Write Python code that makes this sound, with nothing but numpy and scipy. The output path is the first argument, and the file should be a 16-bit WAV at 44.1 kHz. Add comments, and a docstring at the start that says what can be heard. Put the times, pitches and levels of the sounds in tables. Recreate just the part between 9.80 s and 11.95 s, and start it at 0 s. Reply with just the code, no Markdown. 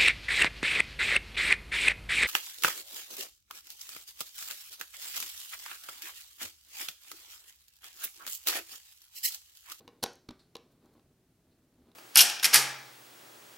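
"""Light ticks, then a short scrape and a sharp snap: two memory cards are pushed home in a small hollow
plastic holder, close by on a table. A fingertip presses them twice more, then hands turn the holder.
Each impact excites damped modes of the shell, its base and the table; stick-slip friction makes the
scrape and the rubbing of skin. A quiet small room adds a short reverberation and a low steady noise."""
import sys
import numpy as np
from scipy import signal
from scipy.fft import rfft, irfft, next_fast_len
from scipy.io import wavfile
from scipy.ndimage import uniform_filter1d

SR = 44100
rng = np.random.default_rng(int(sys.argv[2]) if len(sys.argv) > 2 else 0)


def file_out(sig):
    """Save sig as 16-bit WAV at sys.argv[1]."""
    # one column per channel
    cols = np.atleast_2d(sig).T
    # limit, then scale
    lim = np.clip(cols, -1, 1)
    pcm = np.round(lim * 32767).astype(np.int16)
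    wavfile.write(sys.argv[1], SR, pcm)


N = 94815

# impacts of cards and holder: t/s, shell level/dB, favoured f/Hz, crack/dB, base/dB, table/dB
IMPACTS = [(.0072, -54.5, 2740, -76, -51, -70), (0.0783, -61, 4680, -74, -53.5, -63),
           (0.0782, -39, 3004, -54.5, -46, -61), (0.0884, -54.5, 4040, -69, -47, -76),
           (0.2384, -18, 4170, -16, -24, -55.5), (0.24, -24.5, 5400, -38, -28, -46),
           (0.2612, -31, 2900, -64, -37, -62), (0.334, -70, 4780, -51, -73, -74),
           (0.3562, -69, 4510, -50.5, -60, -70), (0.4872, -43, 1780, -69, -71, -40),
           (0.4895, -36, 3780, -51, -52, -36.5), (0.5056, -50, 2400, -72, -45, -37),
           (.5088, -39, 2410, -56, -46.5, -46), (0.7526, -37.5, 1670, -48.5, -49, -63),
           (0.7549, -33.5, 3916, -43, -38, -57), (0.7671, -41, 4370, -45, -59, -71.5),
           (1.0585, -73, 3900, -61.5, -70, -77), (1.1527, -80, 3870, -80, -58, -68),
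           (1.1953, -60.5, 4010, -71, -62.5, -72.5), (2.1162, -56, 3950, -64, -75, -83)]
# normal modes of the shell, its base and the table: f/Hz, relative level/dB, t60/s
SHELL_MODES = [(1210, -10, 0.032), (1820, -11.5, .012), (2900, -6.5, .016), (3620, -6.5, .022),
               (3950, -2, 0.022), (4530, -3, 0.0076), (4950, -4.5, .01), (5370, -8.5, 0.0089),
               (6480, -5, .01)]
BASE_MODES = [(372, -9.5, 0.1), (472, -4, 0.046), (537, -11, .035), (728, -14.5, 0.012), (830, -12, .025),
              (957, -10.5, .025), (1042.7, -8.5, 0.033)]
TABLE_MODES = [(102.8, -13, .06), (158.9, -5.5, .05), (237, 0, .05), (281, -3, .045)]
# a card sliding in its slot: t/s, duration/s, scrape level/dB, drumming of the base/dB
SLIDES = [(0.2243, 0.017, -32.5, -35)]
# fingernail brushing the cards: t/s, rise/s, ring t60/s, ring level/dB, hiss level/dB
BRUSHES = [(0.591, 0.0042, 0.22, -63, -78), (.905, 0.018, 0.086, -79.5, -73),
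           (1.128, .01, 0.07, -81.5, -74), (1.70, .02, 0.21, -81, -89)]
# envelope of the fingers' rubbing: t/s, level/dB
RUB_LEVELS = [(0, -62), (.1, -66.5), (.2, -71.5), (.45, -76.5), (.62, -76.5), (.72, -75), (0.919, -70),
              (0.999, -74), (1.05, -64.5), (1.121, -69), (1.172, -64.5), (1.23, -75), (1.5, -80.5),
              (1.72, -74.5), (1.881, -76.5), (2.039, -70), (2.09, -64.5), (2.15, -76)]
# judders of the turning holder and a finger's stick-slip tone: t/s, duration/s, f/Hz, level/dB
JUDDERS = [(1.22, 0.11, 135.5, -67.5), (1.972, 0.057, 249, -60.5), (1.983, 0.075, 68, -65.5)]
# spectra of the impact and friction noises: f/Hz, relative level/dB
CRACK_SPECTRUM = [(40, -27), (300, -7), (1200, -8.5), (2200, -22.5), (4300, -5), (6000, 5), (8200, -2.5),
                  (10500, 0), (12500, -0.5), (14000, -7.5), (16500, -7.5)]
CHATTER_SPECTRUM = [(40, -27.5), (200, -5.5), (1000, 3), (1300, -8.5), (2000, -8), (4200, -0.5), (5600, -8),
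                    (7500, -19), (16000, -27)]
SCRAPE_SPECTRUM = [(40, -30.5), (300, -13.5), (1000, 0), (2100, -9), (3300, -4.5), (4300, 4.5),
                   (5400, -2.5), (7500, -13), (10800, -3.5), (13500, -11.5), (16500, -11.5)]
DRUM_SPECTRUM = [(30, -37), (70, -17), (170, 0.5), (450, -7), (1000, -11), (1300, -19.5), (6000, -46.5)]
CARD_SPECTRUM = [(1000, -15), (3000, -15.5), (3700, -6.5), (4200, -1), (4800, -9.5), (5800, -21),
                 (9000, -21.5), (16000, -43)]
HISS_SPECTRUM = [(2000, -10), (6000, -2), (13000, 0), (16000, 3)]
SKIN_SPECTRUM = [(60, -14), (150, -3.5), (280, 6), (450, 0.5), (650, -7.5), (1000, -10.5), (1800, -20),
                 (3000, -23.5), (4300, -19), (6500, -42), (16000, -30.5)]
# reverberation time of the room: f/Hz, t60/s
REVERB_T60 = [(150, 0.43), (500, 0.33), (2500, 0.31), (5500, 0.38), (12000, 0.22)]
# spectra of the reverberation and of the mid and side background noise: f/Hz, relative level/dB
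REVERB_SPECTRUM = [(80, -10), (200, -2.5), (450, 0.5), (750, 1), (1000, 0), (1400, 5), (2000, 3.5),
                   (3000, -1), (4200, -5.5), (5400, -4), (6300, -5), (7500, -8.5), (11000, -10.5),
                   (16000, -20)]
FLOOR_SPECTRUM = [(12, -30), (20, -7.5), (171, 1), (225, -7.5), (252, 1), (282, -8.5), (362, -3.5),
                  (491, -18), (631, -13), (1010, -24), (1300, -23), (2840, -25.5), (15500, -30)]
SIDE_SPECTRUM = [(20, -8), (100, -12.5), (1000, -21.5), (16000, -20)]


def impacts(crack_t60_s=0.007, chatter_t60_s=0.013, focus_db_per_octave=14):
    """Impact excitation: a contact cracks, chatters and rings the modes of shell, base and table."""
    out, t = np.zeros(N), np.arange(SR // 10) / SR
    for start, shell_db, focus_hz, crack_db, base_db, table_db in IMPACTS:
        crack_noise, chatter_noise = rng.standard_normal((2, len(t)))
        spike = amp(11) * (t == 0)
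        crack = colour(spike + amp(-12.5 - 60 * t / crack_t60_s) * crack_noise, CRACK_SPECTRUM)
        chatter = colour(amp(-4.5 - 60 * t / chatter_t60_s) * chatter_noise, CHATTER_SPECTRUM)
        # the contact point favours the modes near one frequency
        excited = [(hz, db - focus_db_per_octave * abs(np.log2(hz / focus_hz)), t60)
                   for hz, db, t60 in SHELL_MODES]
        shell = amp(-4.5) * ring(excited, t, scatter_db=0.5, detune=0.0044) + chatter
        base = amp(base_db) * ring(BASE_MODES, t, scatter_db=2.5, detune=0.0045)
        table = amp(table_db) * ring(TABLE_MODES, t, scatter_db=1.5, detune=0.006)
        add(out, start, amp(shell_db) * shell + amp(crack_db) * crack + base + table)
    return out


def ring(modes, t, scatter_db, detune, rise_cycles=0.38):
    """Free vibration is a sum of damped modes; their levels and tuning vary from touch to touch."""
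    out = np.zeros(len(t))
    for hz, db, t60 in modes:
        decay = amp(db + scatter_db * rng.normal() - 60 * t / t60)
        onset = 1 - np.exp(-t * hz / rise_cycles)
        out += decay * onset * np.sin(2 * np.pi * hz * (1 + detune * rng.normal()) * t)
    return out


def card_slide(rise_s=0.0045, fall_s=0.0013):
    """Stick-slip friction: a card scrapes down its slot and forces the base to drum."""
    out, t = np.zeros(N), np.arange(SR // 10) / SR
    for start, duration, scrape_db, drum_db in SLIDES:
        stroke = np.clip(t / rise_s, 0, 1) ** 2 * np.clip((duration - t) / fall_s, 0, 1)
        friction = stroke * slips(len(t), per_s=12000)
        add(out, start, amp(scrape_db) * colour(friction, SCRAPE_SPECTRUM))
        add(out, start, amp(drum_db) * colour(friction, DRUM_SPECTRUM))
    return out


def slips(n, per_s, spread_db=1.5):
    """Friction as shot noise: tiny slips of random time, sign and size, at unit rms."""
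    pulses = (rng.random(n) < per_s / SR) * rng.choice([-1, 1], n)
    return unit(pulses * amp(spread_db * rng.standard_normal(n)))


def fingernail_brushes(hiss_t60_s=0.057):
    """Resonance driven by friction: a fingernail grazes a card edge, which hisses and rings on in a band."""
    out, t = np.zeros(N), np.arange(SR // 3) / SR
    for start, rise, ring_t60, ring_db, hiss_db in BRUSHES:
        for db, t60, spectrum in (ring_db, ring_t60, CARD_SPECTRUM), (hiss_db, hiss_t60_s, HISS_SPECTRUM):
            stroke = np.minimum(t / rise, 1) * amp(db - 60 * np.maximum(t - rise, 0) / t60)
            add(out, start, colour(stroke * rng.standard_normal(len(t)), spectrum))
    return out


def finger_rubbing():
    """Source and filter: slips of skin on the hollow shell merge into a dull rustle."""
    level_db = np.interp(np.arange(N) / SR, *np.transpose(RUB_LEVELS))
    return amp(level_db) * unit(colour(slips(N, per_s=900), SKIN_SPECTRUM))


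def friction_judders(pitch_spread=0.037):
    """Frictional oscillation: the holder, dragged round, and a slipping finger give short low tones of unsteady
    pitch."""
    out = np.zeros(N)
    for start, duration, hz, db in JUDDERS:
        n = int(duration * SR)
        waver = unit(uniform_filter1d(rng.standard_normal(N), size=300))[:n]
        phase = 2 * np.pi * np.cumsum(hz * (1 + pitch_spread * waver)) / SR
        add(out, start, amp(db) * signal.windows.tukey(n, 0.5) * np.sin(phase))
    return out


def reverberation(direct, delay_s=0.0034, build_s=0.0019):
    """A diffuse field decays exponentially in each band, fastest in the highest treble."""
    hz, t, bands = signal.stft(rng.standard_normal(SR // 2), SR, nperseg=256)
    decay = amp(-60 * t / along(REVERB_T60, hz)[:, None])
    tail = signal.istft(bands * decay, SR, nperseg=256)[1]
    tail *= np.clip((np.arange(len(tail)) / SR - delay_s) / build_s, 0, 1)
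    response = colour(tail / np.linalg.norm(tail), REVERB_SPECTRUM)
    return signal.fftconvolve(direct, response)[:N]


def room_noise(spectrum, level_db):
    """Stationary Gaussian noise forms the steady background."""
    return amp(level_db) * unit(colour(rng.standard_normal(N), spectrum))


def amp(db):
    """Amplitude ratio of a level in decibels."""
    return 10 ** (np.asarray(db) / 20)


def unit(x):
    """Normalisation to unit rms."""
    return x / np.sqrt(np.mean(x ** 2) + 1e-20)


def along(points, hz):
    """Interpolation of (f/Hz, value) points over log frequency."""
    f, values = np.transpose(points)
    return np.interp(np.log(hz + 1), np.log(f + 1), values)


def colour(x, spectrum):
    """Minimum-phase filter of unit energy; folding the cepstrum makes it causal."""
    m = 2 * next_fast_len(len(x) // 2 + 4096)
    gain = unit(amp(along(spectrum, np.fft.rfftfreq(m, 1 / SR))))
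    cepstrum = irfft(np.log(gain), m)
    cepstrum[1:m // 2] *= 2
    cepstrum[m // 2 + 1:] = 0
    return irfft(rfft(x, m) * np.exp(rfft(cepstrum)), m)[:len(x)]


def add(track, start_s, sound):
    """Superposition of a sound on the track at a given time."""
    i = max(0, round(start_s * SR))
    track[i:i + len(sound)] += sound[:max(0, N - i)]


def scene():
    """Direct and diffuse sound add in the centre; faint noise in antiphase gives a little width."""
    direct = impacts() + card_slide() + fingernail_brushes() + finger_rubbing() + friction_judders()
    floor = room_noise(FLOOR_SPECTRUM, level_db=-70.5)
    mid = direct + amp(-15.5) * reverberation(direct) + floor
    side = room_noise(SIDE_SPECTRUM, level_db=-80.5)
    return np.array([mid + side, mid - side])


def record(dry):
    """Band limiting: a low-pass filter with a raised-cosine edge."""
    cutoff_hz, edge_hz = 16200, 700
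    m = next_fast_len(N + SR // 2)
    edge = np.clip((cutoff_hz - np.fft.rfftfreq(m, 1 / SR)) / edge_hz + 0.5, 0, 1)
    return irfft(rfft(dry, m) * np.sin(edge * np.pi / 2) ** 2, m)[:, :N]


dry = scene()
out = record(dry)
file_out(out)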